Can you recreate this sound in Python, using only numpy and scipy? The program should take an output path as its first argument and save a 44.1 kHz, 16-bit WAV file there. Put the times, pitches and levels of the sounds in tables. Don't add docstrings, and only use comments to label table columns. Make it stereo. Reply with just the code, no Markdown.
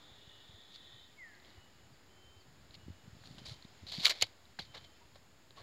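import sys
import numpy as np
from scipy import signal
from scipy.fft import rfft, irfft
from scipy.io import wavfile
from scipy.ndimage import uniform_filter1d, map_coordinates

SR = 44100
rng = np.random.default_rng(int(sys.argv[2]) if len(sys.argv) > 2 else 0)


def natural_amplitude(level_db):
    exponent = np.asarray(level_db, float) / 20
    return 10 ** exponent


def file_out(sig):
    cols = np.atleast_2d(sig).T
    lim = np.clip(cols, -1, 1)
    pcm = np.round(lim * 32767).astype(np.int16)
    wavfile.write(sys.argv[1], SR, pcm)


N = 247842
t = np.arange(N) / SR

# [f/Hz, level/dB]
AIR = [(120, -26), (200, -4.5), (387, -5.5), (416, -5), (456, -7), (482, -7.5), (735, -7), (1000, -9.5),
       (1810, -11), (2470, -15), (5230, -16.5), (5840, -28.5), (7010, -12), (8120, -28), (16000, -28.5)]
# [f/Hz, density level/dB]
AIR_SIDE = [(18, -44), (30, -15.5), (189, -4.5), (540, -7.5), (616, -5.5), (6720, -16), (14800, -23.5),
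            (16000, -28.5)]
# [t/s, level/dB]
LEAVES = [
    (0, 5.5),
    (.7, 4.5),
    (2.3, 3),
    (3.2, 5),
    (3.85, 8.5),
    (4.4, 3.5),
    (5, 5),
    (5.3, 1.5),
    (5.62, 2.5),
]
# [f/Hz, density level/dB]
WIND = [(20, -25), (45, 0), (95, 3), (200, -6), (350, -14.5), (600, -48)]
# [t/s, level/dB]
GUST = [(0.0, -70.5), (1.39, -68.5), (1.72, -67.5), (1.85, -66), (2.14, -72), (2.7, -62.5), (3.0, -68),
        (3.44, -59), (3.66, -70), (3.96, -64), (4.3, -66.5), (4.5, -69.5), (4.8, -64), (5.05, -70),
        (5.4, -69.5), (5.62, -67)]
# [t/s, level/dB, f/Hz, length/ms]
PUFFS = [(0.12, -56, 80.8, 21), (0.278, -51, 109, 6.9), (0.497, -50.5, 102, 11), (0.549, -56, 89, 22),
         (0.949, -57, 109.5, 19), (1.584, -52, 82.6, 27), (1.931, -57, 128, 17), (2.379, -55.5, 91.7, 27),
         (2.838, -52.5, 97.6, 16), (2.868, -47, 115, 11), (2.887, -50, 80.8, 7), (3.445, -55, 130, 14),
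         (2.906, -47, 87.6, 49), (3.081, -46, 152.4, 10.4), (3.133, -46, 93.5, 9.6), (3.17, -52, 137, 9.6),
         (3.217, -53, 118, 14), (3.274, -52, 84, 6.4), (3.312, -49, 129, 11), (3.379, -50, 129, 11),
         (3.416, -61, 92, 16), (3.488, -47, 94.3, 8.3), (3.52, -42.5, 121.4, 19), (3.837, -47.5, 90, 32),
         (3.866, -52, 130, 5.5), (3.923, -50.5, 118, 9.9), (3.987, -39, 163.1, 13), (4.234, -47.5, 100, 32),
         (4.601, -52, 178, 13), (4.623, -54, 89.6, 16), (4.707, -52.5, 110, 17), (4.83, -57.5, 101, 22)]
# [t/s, level/dB, f/Hz]
FLICKS = [(2.884, -40.5, 240), (2.904, -43.5, 170), (3.311, -49.5, 200), (3.35, -51, 230),
          (3.419, -42, 160), (3.652, -44, 180), (3.835, -47, 208), (3.985, -43.5, 208), (4.01, -47.5, 208),
          (4.597, -44, 208), (3.275, -59, 220), (3.152, -52.5, 190)]
FLICK_MS = 5.1

# [t/s, level/dB]
CICADA = [
    (0, -64),
    (.55, -62),
    (.85, -59.5),
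    (1.045, -61),
    (1.075, -67.5),
    (1.15, -69),
]
# [f/Hz, width/Hz, level/dB]
CICADA_BODY = [(1860, 70, -7), (3200, 160, -8), (3400, 200, -3), (3545, 130, 1.5), (3650, 500, 0),
               (3870, 120, -3), (4250, 200, -11)]
# [t/s, frequency ratio]
CICADA_PITCH = [
    (0, 1.0),
    (.35, .993),
    (.7, 1.0),
    (1.05, 1.01),
]
BUZZ_HZ, BUZZ_DEPTH = 138, 0.16

# [t/s, f/Hz, level/dB]
SLIDE = [
    (1.164, 2230, -77),
    (1.188, 2195, -55),
    (1.228, 1987, -49.5),
    (1.25, 1853, -52.5),
    (1.302, 1723, -61.5),
    (1.366, 1600, -69),
    (1.4, 1590, -76),
]
# [t/s, level/dB]
TWEETS = [(1.91, -76), (2.378, -75), (2.895, -77)]
# [start t/s, length/s, f/Hz, peak level/dB, share of length at the peak]
NOTES = [(0.17, 0.32, 2938, -66, 0.65), (0.786, .37, 3090, -66, 0.42), (1.457, 0.24, 2950, -68.5, 0.84),
         (1.712, 0.19, 2950, -74, 0.25), (2.085, 0.32, 3096, -62.5, 0.63), (2.773, 0.16, 2928, -68, 0.28),
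         (2.93, 0.12, 2950, -72.5, .6), (3.374, 0.3, 3095, -66, 0.33), (4.632, 0.35, 3095, -63.5, 0.2),
         (1.317, 0.33, 362, -70, 0.16), (1.992, 0.42, 371.4, -70.5, .36), (2.35, 0.19, 374, -71.5, .36),
         (0.06, 0.39, 413, -77, 0.32)]
NOTE_START_DB, NOTE_END_DB, NOTE_ECHO_DB = -7, -8, -11
SCOOP_ABOVE_HZ = 3000

# [peak t/s, rise/s, fall/s, level/dB, body level/dB]
RATTLES = [(0.758, 0.058, 0.028, -51.5, -36), (1.455, 0.044, .27, -60.5, -2),
           (2.75, 0.021, 0.011, -48, -31), (4.058, 0.047, 0.048, -34, -16), (4.034, .002, 0.068, -35, -11),
           (4.097, 0.0034, 0.019, -38, -6.5), (4.128, .02, 0.18, -46.5, -5.5),
           (4.213, .002, 0.026, -38, -30), (4.226, 0.012, 0.014, -35, -29), (4.242, 0.072, .004, -48, -24),
           (4.25, .01, 0.037, -58, -14), (4.594, .004, 0.042, -43.5, -16), (4.625, 0.024, 0.02, -55.5, -22),
           (4.648, 0.022, 0.046, -57.5, -18), (4.748, 0.01, 0.05, -50.5, 1), (4.78, .06, 0.012, -53, -1),
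           (4.81, 0.011, 0.035, -60, -5), (4.845, 0.015, .03, -55, -9.5), (4.115, 0.036, 0.012, -43.5, -13)]
# [peak t/s, rise/s, fall/s, level/dB, body level/dB]
SCUFFS = [(3.262, 0.11, 0.21, -58, -14), (3.386, 0.012, 0.024, -53, 2.5), (3.46, 0.0089, 0.083, -49.5, -12),
          (3.51, .1, .075, -51, -10), (5.573, .023, .3, -58.5, 5), (5.158, 0.018, 0.027, -60, 3.5),
          (3.274, .003, 0.0065, -63, -24)]
# [t/s, level/dB]
RUN_HOME = [
    (3.868, -50),
    (3.919, -46),
    (3.922, -41),
    (3.975, -44),
    (4.0, -43),
    (4.03, -41),
]
RATTLE_TREBLE_DB, SCUFF_TREBLE_DB, RUN_TREBLE_DB, RUN_BODY_DB = -13.5, -7.5, -13, -19.5
SHELL_DB = -11
LOOSE_PER_S, LOOSE_DB, LOOSE_SCATTER_DB, LOOSE_HZ, LOOSE_SPREAD_HZ = 70, 0, -0.5, 4360, 420
# [start t/s, end t/s]
NO_LOOSE_S = (3.86, 4.26)

# [t/s, level/dB, ring f/Hz, treble level
# relative to the blow/dB]
BLOWS = [(4.0465, -29, 4200, -14), (4.0502, -21, 4570, -12), (4.0517, -21, 3830, -14),
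         (4.0559, -4.5, 4400, -15.5), (4.0627, -21, 3630, -17), (4.0655, -15, 3715, -26),
         (4.0678, -15, 3800, -11), (4.0743, -24, 4020, -12), (4.0812, -24, 3140, -12),
         (4.0963, -26, 3500, -8), (4.1, -19, 4480, -17), (4.1044, -25, 2560, -13), (4.1074, -23, 3950, -14),
         (4.109, -25, 2310, -13), (4.1151, -26, 3890, -21), (4.2131, -24, 4050, -14),
         (4.2172, -32, 3620, -20), (4.221, -27, 4060, -19), (4.2228, -13.5, 4500, -13),
         (4.224, -19, 4700, -12), (4.2251, -15.5, 4150, -3), (4.2262, -16, 3100, -20),
         (4.2297, -28, 3720, -24), (4.2358, -30, 3450, -30), (4.5895, -36, 1700, -24),
         (4.5912, -41, 1904, -14), (4.5929, -30, 4440, -19), (4.5977, -33, 3300, -28),
         (4.6043, -46, 3380, -33), (5.5078, -45, 3926, -20),
         (4.033, -33, 3920, -14), (4.0376, -32, 4220, -9), (4.0423, -30, 3940, -12),
            (4.0483, -27, 4180, -16), (4.0532, -29, 3920, -9), (4.0597, -28, 2540, -9),
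            (4.061, -24, 3600, -10), (4.0707, -26, 4130, -11), (4.0726, -28, 4500, -13),
            (4.0752, -29, 4285, -12), (4.0792, -32, 4690, -11), (4.0858, -34, 4300, -9),
            (4.0875, -34, 3190, -9), (4.0981, -27, 4005, -6), (4.1026, -27, 4300, -8),
            (4.1057, -27, 3900, -11), (4.1103, -25, 4540, -12), (4.1129, -28, 4460, -10),
            (4.1187, -31, 4460, -15), (4.1207, -32, 2200, -26), (4.1224, -35, 4240, -15),
            (4.2124, -38, 3000, -6), (4.2279, -28, 2250, -16), (4.2316, -30, 2900, -30),
            (4.2328, -32, 2250, -20), (4.234, -32, 2200, -23), (4.2379, -31, 3200, -24),
            (4.2407, -39, 3660, -28), (4.2427, -36, 4370, -24), (4.2688, -58, 3700, 0),
            (3.9205, -42, 3300, -4), (3.2736, -50, 4330, -7), (3.2377, -56, 4360, -10),
            (3.4958, -42, 4350, -14), (4.0547, -17, 4100, -14), (4.0571, -27, 4300, -10),
            (4.0829, -28, 3000, -14), (4.0951, -31, 3600, -12), (4.5908, -41, 800, -24),
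            (4.5952, -35, 4200, -26), (4.601, -40, 3400, -28)]
# [t/s, level/dB, ring f/Hz]
TICKS = [(0.619, -55, 4550), (0.752, -46, 4230), (0.76, -42.5, 4340), (0.93, -52, 3610), (1.352, -55, 4200),
         (1.401, -55, 4170), (1.449, -50.5, 3240), (1.505, -51, 3940), (2.709, -48.5, 4040),
         (2.743, -45, 4420), (2.752, -48, 3090), (3.257, -46.5, 4170), (3.4024, -55, 3930),
         (3.6256, -44.5, 4100), (3.648, -47.5, 3700), (3.6515, -51, 4100), (3.8683, -42.5, 3940),
         (3.9238, -36.5, 4700), (3.95, -34, 4320), (3.968, -37, 4190), (4.1242, -37.5, 2095),
         (4.455, -52.5, 3820), (4.6266, -53, 3460), (4.6525, -56.5, 3350), (4.748, -47.5, 3760),
         (4.772, -45, 3720), (4.78, -43.5, 3920), (4.8472, -44, 3260), (5.159, -52.5, 3850),
         (3.384, -48, 3120),
         (3.8762, -44, 4100), (3.8795, -47, 3900), (3.8907, -40, 4200), (3.897, -41, 4040),
        (3.9254, -38, 4200), (3.935, -40, 4400), (3.941, -35, 4300), (3.9558, -36.5, 4380),
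        (3.9782, -37.5, 4500), (3.9883, -38, 4700), (3.9965, -41, 3850), (3.9996, -33, 3850),
        (4.0029, -49, 4200), (4.0116, -38, 3915), (4.0165, -49, 3875), (4.0232, -38, 4820),
        (4.0287, -49, 4960), (3.2085, -58, 4200), (3.314, -50, 4440), (3.4544, -48, 4120),
        (3.4576, -41, 4700), (3.4644, -42, 4400), (3.4727, -50, 4860), (3.5116, -52, 4715),
        (3.5165, -53, 4300), (3.5252, -48, 4360), (3.535, -58, 3640)]
# [f/Hz, level/dB, relative ring time]
CASE_MODES = [(2190, -6.5, 1.6), (3085, -7.5, 1.5), (7050, -1.5, 1.0)]
# [f/Hz, density level/dB]
CASE = [(180, -47.5), (300, -18), (634, -10.5), (900, -13.5), (1250, -18), (1600, -16), (2140, -11),
        (2700, -10), (3080, -2.5), (3700, 1.5), (4370, 2), (5300, -10), (6100, -17), (6960, -13.5),
        (8500, -25), (12500, -26), (15200, -32.5), (16000, -48)]
# [low f/Hz, high f/Hz]
BANDS_HZ = [(1600, 6600), (5400, 16500), (300, 1900), (5400, 11500), (2030, 2370)]
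# [rise/s, fall/s]
BLOW_S = [(0.00028, 0.00075), (.0003, 0.0011), (0.00098, 0.001)]
BLOW_MS, TICK_MS = 0.8, 1.3
BODY_DB, BODY_SLOPE = -24, -0.73
TREBLE_LEAD_S = 0.0005

# [t/s, f/Hz, level/dB]
HOOK = [(4.047, 1350, -38.5), (4.0507, 1400, -35.5), (4.0655, 1300, -35.5), (4.0677, 1400, -30.5),
        (4.0748, 1350, -31.5), (4.079, 1300, -41), (4.081, 1400, -34), (4.083, 1250, -39),
        (4.0975, 1350, -38.5), (4.1068, 1400, -36), (4.0455, 5700, -44), (4.049, 5800, -35.5),
        (4.051, 5600, -36), (4.065, 5700, -34.5), (4.067, 5900, -33), (4.075, 5600, -40.5),
        (4.083, 5800, -42), (4.0975, 5900, -39), (4.1005, 5700, -37), (4.107, 5600, -38),
        (4.109, 5900, -37.5), (4.115, 5700, -42), (4.117, 5800, -44.5)]
HOOK_RISE_S, HOOK_FALL_S = 0.0007, 0.0009
# [t/s, f/Hz, level/dB, rise/s, fall/s]
KNOCKS = [(5.017, 950, -61, .004, 0.02), (5.16, 1100, -60, 0.004, 0.007),
          (5.582, 1110, -51.5, 0.008, 0.012), (5.615, 110, -53, 0.0068, .006),
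          (4.59, 1620, -38, .001, .002), (4.597, 4150, -41, .002, .004), (4.6025, 3450, -43, .002, .003),
          (4.609, 4520, -47, .003, .006), (4.232, 2200, -36, .002, .005), (4.252, 3900, -52, .003, .01),
          (4.226, 520, -28, .0014, .001), (4.229, 720, -38, .0015, .003), (4.593, 780, -41, .002, .003),
          (4.76, 436, -51, .0015, .001)]


def unit(x):
    return x / np.sqrt(np.mean(x ** 2))


def colour(x, points):
    hz, db = np.transpose(points)
    f = np.maximum(np.fft.rfftfreq(4096, 1 / SR), 1)
    c = irfft(np.log(natural_amplitude(np.interp(np.log(f), np.log(hz), db))))
    c[1:2048] *= 2
    c[2049:] = 0
    return signal.fftconvolve(x, irfft(np.exp(rfft(c))))[:N]


def band(x, lo_hz, hi_hz, order=3):
    sos = signal.butter(order, [lo_hz, hi_hz], "bandpass", fs=SR, output="sos")
    return signal.sosfilt(sos, x)


def walk(rate):
    k = int(SR / rate)
    steps = np.repeat(rng.standard_normal(N // k + 1), k)
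    return unit(uniform_filter1d(uniform_filter1d(steps, k), k)[:N])


def bump(s, rise, fall):
    first = max(int((s - 3 * rise) * SR), 0)
    i = np.arange(first, min(int((s + 8 * fall) * SR), N))
    d = i / SR - s
    return i, np.where(d < 0, np.exp(-(d / rise) ** 2), np.exp(-d / fall))


def air():
    whole = unit(colour(rng.standard_normal(N), AIR)) * natural_amplitude(-66.5)
    low = signal.sosfiltfilt(signal.butter(2, 2300, fs=SR, output="sos"), whole)
    high = signal.sosfiltfilt(signal.butter(3, 5800, "highpass", fs=SR, output="sos"), whole)
    rustle_db = np.interp(t, *np.transpose(LEAVES))
    low_gain = natural_amplitude(0.18 * rustle_db + 0.8 * walk(7.3))
    middle_gain = natural_amplitude(rustle_db + 0.29 * walk(16))
    side = unit(colour(rng.standard_normal(N), AIR_SIDE)) * natural_amplitude(-72.5)
    middle = whole - low - high
    return low * low_gain + middle * middle_gain + high + side * np.array([[1], [-1]])


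def wind():
    gust_db = np.interp(t, *np.transpose(GUST)) + 2.2 * walk(30)
    out = unit(colour(rng.standard_normal(N), WIND)) * natural_amplitude(gust_db)
    eddies = PUFFS + [(s, db, hz, FLICK_MS) for s, db, hz in FLICKS]
    for (s, db, hz, ms), turn in zip(eddies, rng.random((len(eddies), 1))):
        i, swell = bump(s, 0.00043 * ms, 0.00031 * ms)
        out[i] += natural_amplitude(db + 2.5) * swell * np.sin(2 * np.pi * (hz * i / SR + turn))
    return out


def cicada():
    clicks = rng.standard_normal(N)
    drum = np.zeros(N)
    for k, (hz, width, db) in enumerate(CICADA_BODY):
        shifted = np.roll(clicks, k * SR)
        drum += natural_amplitude(db) * unit(band(shifted, hz - width / 2, hz + width / 2, order=2))
    place = np.cumsum(np.interp(t, *np.transpose(CICADA_PITCH)))
    drum = map_coordinates(drum, [place], mode="mirror")
    buzz_hz = BUZZ_HZ * (1 + 0.02 * walk(9))
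    buzz = 1 + BUZZ_DEPTH * np.cos(2 * np.pi * np.cumsum(buzz_hz) / SR)
    return unit(drum * buzz) * natural_amplitude(np.interp(t, *np.transpose(CICADA), right=-200))


def birds():
    s, hz, db = np.transpose(SLIDE)
    slide_gain = natural_amplitude(np.interp(t, s, db + 1, -200, -200))
    song = slide_gain * np.sin(2 * np.pi * np.cumsum(np.interp(t, s, hz)) / SR)
    waver, patchy = 1 + 0.0012 * walk(25), natural_amplitude(2.2 * walk(40))
    for s0, db in TWEETS:
        i, swell = bump(s0 + 0.036, 0.028, 0.02)
        pitch = np.interp(i / SR - s0, [0, 0.015, 0.08], [5150, 5050, 3400])
        song[i] += natural_amplitude(db) * swell * patchy[i] ** 2 * np.sin(2 * np.pi * np.cumsum(pitch) / SR)
    held = np.zeros(N)
    for s0, length, hz, db, share in NOTES:
        top, s1 = s0 + np.clip(share, 0.1, 0.9) * length, s0 + length
        scoop, scoop_s = (0.028, 0.03) if hz > SCOOP_ABOVE_HZ else (0.012, 0.07)
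        pitch = hz * waver * (1 - scoop * np.exp(-np.maximum(t - s0, 0) / scoop_s))
        gate = np.clip(np.minimum((t - s0) / 0.026, (s1 + 0.041 - t) / 0.06), 0, 1)
        swell_db = np.interp(t, [s0, top, s1], [NOTE_START_DB, 0, NOTE_END_DB]) + db
        held += gate * natural_amplitude(swell_db) * patchy * np.sin(2 * np.pi * np.cumsum(pitch) / SR)
    return song, held


def trees(x, t60, db):
    d = np.arange(SR) / SR
    decay = np.exp(-np.log(1000) * d / t60) * np.clip(d / 0.024, 0, 1)
    tail = rng.standard_normal((2, SR)) * decay
    tail = tail[0] + 0.24 * tail[1] * np.array([[1], [-1]])
    tail /= np.sqrt(np.sum(decay ** 2))
    return natural_amplitude(db) * signal.fftconvolve(x[None], tail, axes=1)[:, :N]


def rattle():
    out = np.zeros((5, N))
    kinds = ((RATTLES, RATTLE_TREBLE_DB, -200, SHELL_DB),
             (SCUFFS, SCUFF_TREBLE_DB - 11, SCUFF_TREBLE_DB, -200))
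    for rows, treble_db, dull_db, shell_db in kinds:
        for s, rise, fall, db, body_db in rows:
            swell = natural_amplitude(db - 20 * np.where(t < s, (s - t) / rise, (t - s) / fall))
            out += swell * natural_amplitude(np.array([[0], [treble_db], [body_db], [dull_db], [shell_db]]))
    run = natural_amplitude(np.interp(t, *np.transpose(RUN_HOME), -200, -200))
    return out + run * natural_amplitude(np.array([[0], [RUN_TREBLE_DB], [RUN_BODY_DB], [-200], [-200]]))


def loose_ticks(level):
    when, size, pitch = rng.random((int(LOOSE_PER_S * N / SR), 3)).T
    rattle_db = 20 * np.log10(level[(when * N).astype(int)] + 1e-9)
    db = rattle_db + LOOSE_DB + LOOSE_SCATTER_DB * 2 * (2 * size - 1)
    hz = LOOSE_HZ + LOOSE_SPREAD_HZ * 2 * (2 * pitch - 1)
    rows = zip(when * N / SR, db, hz)
    return [row for row in rows if row[1] > -66 and not NO_LOOSE_S[0] < row[0] < NO_LOOSE_S[1]]


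def tape():
    blows, chatter, ring = np.zeros((5, N)), rattle() * natural_amplitude(-4.5), np.zeros(N)
    events = [(s, db, hz, treble_db, BODY_DB + BODY_SLOPE * (db + 23), BLOW_MS)
              for s, db, hz, treble_db in BLOWS]
    events += [(s, db, hz, -23, -18, TICK_MS) for s, db, hz in TICKS + loose_ticks(chatter[0])]
    for (s, db, hz, treble_db, body_db, ms), (turn, *share) in zip(events, rng.random((1000, 4))):
        soft_db = np.clip(0.4 * (db + 14.0), -16, 0)
        i, swell = bump(s, 0.00061 * ms, 0.00064 * ms)
        ring[i] += natural_amplitude(db - 0.5) * swell * np.sin(2 * np.pi * (hz * i / SR + turn))
        mode_gains = (soft_db, soft_db, treble_db)
        for (mode_hz, mode_db, ring_time), rel_db, part in zip(CASE_MODES, mode_gains, share):
            i, swell = bump(s, 0.00048 * ms, 0.00058 * ms * ring_time)
            gain = natural_amplitude(db + rel_db + mode_db - 5.4 * part)
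            ring[i] += gain * swell * np.sin(2 * np.pi * (mode_hz * i / SR + part))
        for k, rel_db in enumerate((-14, treble_db, body_db)):
            lead_s = TREBLE_LEAD_S * (k == 1)
            i, swell = bump(s - lead_s, BLOW_S[k][0] * ms, BLOW_S[k][1] * ms)
            blows[k, i] += natural_amplitude(db + rel_db) * swell
    knocks = (rng.random(N) < 900 / SR) * natural_amplitude(3.8 * rng.exponential(size=N).clip(0, 3))
    bursts = signal.lfilter([1], [1, -np.exp(-1 / (0.00065 * SR))], knocks)
    grain = unit(1.2 + unit(bursts))
    out = ring
    for k, (lo_hz, hi_hz) in enumerate(BANDS_HZ):
        noise = rng.standard_normal(N)
        gain = np.std(band(colour(noise, CASE), lo_hz, hi_hz))
        shaken = noise * (blows[k] + chatter[k] * grain)
        out = out + band(colour(shaken, CASE), lo_hz, hi_hz) / gain
    return out


def stick():
    out = np.zeros(N)
    for s, hz, db, rise, fall in KNOCKS + [(*row, HOOK_RISE_S, HOOK_FALL_S) for row in HOOK]:
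        i, swell = bump(s, rise, fall)
        out[i] += natural_amplitude(db) * swell * np.sin(2 * np.pi * hz * i / SR)
    return out


def scene():
    steel = tape() + stick()
    song, held = birds()
    steel = steel + natural_amplitude(-34) * np.array([[1], [-1]]) * np.roll(steel, 9)
    near_echo = trees(steel[0], 0.086, -33.0)
    far_echo = trees(song + natural_amplitude(NOTE_ECHO_DB) * held, 1.44, -7.5)
    return steel + near_echo + song + held + far_echo + wind() + cicada() + air()


def low_pass(x):
    return signal.sosfilt(signal.butter(12, 16400, fs=SR, output="sos"), x)


def record(dry):
    rounded = np.tanh(2 * dry) / 2
    cut = signal.sosfilt(signal.ellip(8, 0.2, 60, 15700, fs=SR, output="sos"), rounded)
    cut = signal.sosfilt(signal.butter(2, 45, "highpass", fs=SR, output="sos"), cut)
    return low_pass(cut - 0.00054)


dry = scene()
out = record(dry)
file_out(out)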